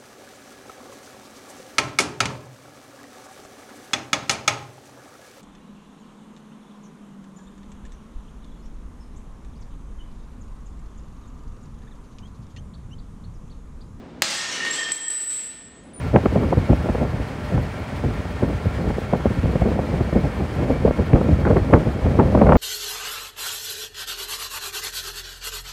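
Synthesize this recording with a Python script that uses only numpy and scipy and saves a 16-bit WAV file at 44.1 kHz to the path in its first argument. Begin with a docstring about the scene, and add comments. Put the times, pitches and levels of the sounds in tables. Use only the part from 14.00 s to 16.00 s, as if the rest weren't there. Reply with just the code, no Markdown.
"""A bare, echoing room with a concrete floor and a low air rumble. One blow snaps a ceramic slab.
Its pieces land, clatter and ring in their modes; one small shard bounces on with a high clink.
The crack overloads the recorder, whose gain control pushes the rumble down and lets it
swell back as the pieces settle."""
import sys
import numpy as np
from scipy import signal
from scipy.fft import rfft, irfft
from scipy.io import wavfile

SR = 44100
rng = np.random.default_rng(int(sys.argv[2]) if len(sys.argv) > 2 else 0)


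def transcribe(signal):
    """Save signal, clipped to [-1, 1], as a 16-bit WAV file at the path in sys.argv[1]."""
    frames = np.atleast_2d(signal).T
    limited = np.clip(frames, -1, 1)
    pcm = np.round(limited * 32767).astype(np.int16)
    wavfile.write(sys.argv[1], SR, pcm)


N = 2 * SR


def amp(db):
    """Decibels to gain."""
    return 10 ** (np.asarray(db) / 20)


def unit_rms(x):
    """Scales to rms 1."""
    return x / np.sqrt(np.mean(x ** 2) + 1e-20)


def curve_at(points, hz):
    """Interpolates a table on a log-frequency axis."""
    points_hz, values = np.transpose(points)
    return np.interp(np.log(hz + 1), np.log(points_hz + 1), values)


def add(mix, start_s, sound):
    """Mixes a sound in at start_s."""
    part = mix[round(start_s * SR):][:len(sound)]
    part += sound[:len(part)]


def smooth(x, lag_s):
    """One-pole lag."""
    pole = np.exp(-1 / (lag_s * SR))
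    return signal.lfilter([1 - pole], [1, -pole], x)


# air noise spectrum: (frequency [Hz], relative density [dB])
RUMBLE_SPECTRUM = [(18, -30), (35, -9), (76, -1), (115, -6), (240, 0), (420, -8), (700, -13), (1500, -22),
                   (3500, -31), (8000, -43), (14000, -65)]


def rumble(level_db=-41):
    """Steady low air noise of the room."""
    colour = amp(curve_at(RUMBLE_SPECTRUM, np.fft.rfftfreq(N, 1 / SR)))
    noise = irfft(rfft(rng.standard_normal(N)) * colour, N)
    return amp(level_db) * unit_rms(noise)


# chip on concrete: (frequency [Hz], relative density [dB])
CHIP_SPECTRUM = [(40, -30), (130, -9), (320, -3), (700, -7), (1100, -5), (1700, -2), (3500, 0), (5000, -2),
                 (7000, -4), (8600, -6), (10000, -19), (15500, -32)]


def chip_click(tilt_db_per_oct):
    """One chip's impact: a minimum-phase pulse of energy 1, tilted above 500 Hz."""
    hz = abs(np.fft.fftfreq(2048, 1 / SR))
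    octaves = np.log2(np.maximum(hz, 500) / 500)
    log_gain = np.log(amp(curve_at(CHIP_SPECTRUM, hz) + tilt_db_per_oct * octaves))
    spectrum = np.exp(np.conj(signal.hilbert(log_gain)))
    pulse = np.fft.ifft(spectrum).real
    return pulse / np.linalg.norm(pulse)


# slab snapping: (time [s], level [dB], decay [s], tilt [dB/octave])
SNAP = (.2208, 7, .005, -1.5)
# slab crumbling, pieces landing: (time [s], level [dB], decay [s], tilt [dB/octave])
CLATTER = [(.225, 0, .028, .5), (.288, -8, .02, 2), (.305, -6, .018, 2), (.342, -10, .03, 2.5),
           (.39, -16, .03, 0), (.44, -19, .03, -1), (.485, -17, .03, -2), (.514, -14, .04, -1),
           (.55, -17, .02, -2), (.61, -19, .03, -3), (.648, -13, .04, -1.5), (.675, -15, .03, -1.5),
           (.7305, -6, .003, 1), (.735, -11, .025, 0), (.78, -19, .03, -1), (.83, -22, .03, -1),
           (.885, -21, .03, -2), (.919, -9, .003, 1), (.928, -17, .015, -2), (1.082, -22, .004, 1),
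           (1.097, -18, .03, -1), (1.2, -29, .03, -1), (1.295, -26, .04, -1), (1.385, -34, .03, -1)]


def chip_burst(level_db, decay_s, tilt_db_per_oct, chips_per_s=2500, spread_db=3.5, grit_db=-5):
    """A dying shower of chips of uneven size, with fine grit between them."""
    t = np.arange(SR // 4) / SR
    sizes = amp(spread_db * np.minimum(rng.exponential(1, len(t)), 4))
    signs = rng.choice([-1, 1], len(t))
    impacts = rng.random(len(t)) < chips_per_s / SR
    chips = unit_rms(sizes * signs * impacts)
    grit = amp(grit_db) * rng.standard_normal(len(t))
    shower = unit_rms(chips + grit) * np.exp(-t / decay_s)
    return amp(level_db) * signal.fftconvolve(shower, chip_click(tilt_db_per_oct))


# modes by piece: (frequency [Hz], relative level [dB])
PIECE_MODES = { "large": [(1843, 0), (1816, -2), (1790, -9), (1730, -13)], "slab": [(2110, -2), (2240, -3),
               (2594, -5), (2828, -1), (2965, 0)], "bar": [(3193, 0), (9680, -30)], "strip": [(5485, 0),
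               (5455, -7), (9570, -20)], "wedge": [(5985, 0), (6036, -3)], "splinter": [(6661, 0),
               (6844, -7)], "chip": [(7530, 0), (7612, -10), (10200, -28)], "flake": [(7694, 0), (7660, -9),
               (9740, -26), (12640, -36)], "shard": [(7976, 0), (7700, -11), (10270, -42), (11380, -44),
               (12220, -36), (13720, -48)], "crumb": [(9450, 0), (9510, -5), (9770, -11)]}
# floor strikes: (time [s], piece, level [dB], T60 [s])
STRIKES = [(.29, "wedge", -17, .3), (.345, "wedge", -18, .25), (.347, "shard", -15, .25),
           (.35, "large", -20, .5), (.373, "chip", -17, .25), (.38, "flake", -19, .25),
           (.388, "strip", -22, .5), (.39, "large", -21, .4), (.421, "splinter", -20, .6),
           (.432, "large", -21, .4), (.478, "strip", -21, .6), (.512, "wedge", -17, .35),
           (.522, "slab", -24, .6), (.525, "strip", -20, .4), (.553, "large", -20, .3),
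           (.603, "large", -13, .4), (.65, "large", -11, .5), (.66, "slab", -22, .5),
           (.7088, "chip", -4, .16), (.718, "strip", -18, .4), (.732, "flake", -11, .4),
           (.735, "shard", -16, .4), (.752, "flake", -9, .4), (.765, "bar", -17, .8),
           (.778, "large", -16, .9), (.78, "bar", -10, .9), (.818, "chip", -15, .25),
           (.825, "strip", -20, .4), (.835, "large", -19, .9), (.919, "shard", 2, .1),
           (.9195, "flake", -3, .3), (.935, "shard", -8, .45), (1.052, "large", -24, .8),
           (1.0815, "shard", 0, .06), (1.082, "flake", -9, .15), (1.101, "shard", -4, .4),
           (1.2045, "shard", -5, .55), (1.205, "flake", -13, .6), (1.295, "shard", -10, .55),
           (1.372, "crumb", -38, .3), (1.745, "splinter", -62, .5), (1.835, "crumb", -60, .25),
           (1.935, "crumb", -44, .4)]


def piece_ring(piece, level_db, t60_s, contact_s=.0004, tumble_hz=40, tumble_db=2.5):
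    """A struck piece rings; its modes flutter because it radiates unevenly as it spins."""
    t = np.arange(SR) / SR
    knots_s = np.arange(200) / tumble_hz
    flutter_onset = 1 - np.exp(-t * tumble_hz)
    modes = np.zeros(len(t))
    for hz, mode_db in PIECE_MODES[piece]:
        flutter = np.interp(t, knots_s, rng.standard_normal(len(knots_s))) * flutter_onset
        envelope = amp(mode_db + tumble_db * flutter - 60 * t / t60_s)
        modes += envelope * np.sin(2 * np.pi * (hz * t + rng.random()))
    attack = 1 - np.exp(-t / contact_s)
    return np.sqrt(2) * amp(level_db) * modes * attack


# room decay: (frequency [Hz], T60 [s])
ROOM_T60 = [(100, 1.0), (500, 1.1), (2000, 1.0), (4000, .9), (8000, .6), (15000, .3)]


def room_echo(x, build_up_s=.006, tap_density=.15):
    """Dense reflections off bare walls, the treble dying first."""
    taps = rng.standard_normal(SR) * (rng.random(SR) < tap_density)
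    hz, frame_s, spectra = signal.stft(taps, SR, nperseg=256)
    decay = amp(-60 * frame_s / curve_at(ROOM_T60, hz)[:, None])
    _, tail = signal.istft(spectra * decay, SR, nperseg=256)
    t = np.arange(len(tail)) / SR
    tail *= 1 - np.exp(-(t / build_up_s) ** 2)
    return signal.fftconvolve(x, tail / np.linalg.norm(tail))[:N]


def scene(burst_send_db=2, ring_send_db=-5):
    """Rumble, snap, clatter and ringing pieces in the room; mono."""
    bursts, rings = np.zeros(N), np.zeros(N)
    for start_s, *burst in [SNAP, *CLATTER]:
        add(bursts, start_s, chip_burst(*burst))
    for start_s, *strike in STRIKES:
        add(rings, start_s, piece_ring(*strike))
    echo = room_echo(amp(burst_send_db) * bursts + amp(ring_send_db) * rings)
    return (rumble() + bursts + rings + echo)[None]


def gain_control(x, threshold_db=-30, ratio=4, detect_s=.003, attack_s=.002, recovery_db_per_s=23):
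    """Compressor: cuts the gain quickly on loud hits, restores it slowly."""
    power_db = 10 * np.log10(smooth(x[0] ** 2, detect_s) + 1e-12)
    cut_db = (1 - 1 / ratio) * np.maximum(power_db - threshold_db, 0)
    recovery_db = np.arange(N) / SR * recovery_db_per_s
    held_db = np.maximum.accumulate(cut_db + recovery_db) - recovery_db
    return x / amp(smooth(held_db, attack_s))


def record(dry, clip_db=-7, cutoff_hz=16000):
    """Gain control, soft overload, low-pass."""
    ducked = gain_control(dry)
    clipped = ducked / (1 + (ducked / amp(clip_db)) ** 4) ** .25
    lowpass = signal.firwin(255, cutoff_hz, window=("kaiser", 9), fs=SR)
    return signal.oaconvolve(clipped, lowpass[None], "same")


dry = scene()
out = record(dry)
transcribe(out)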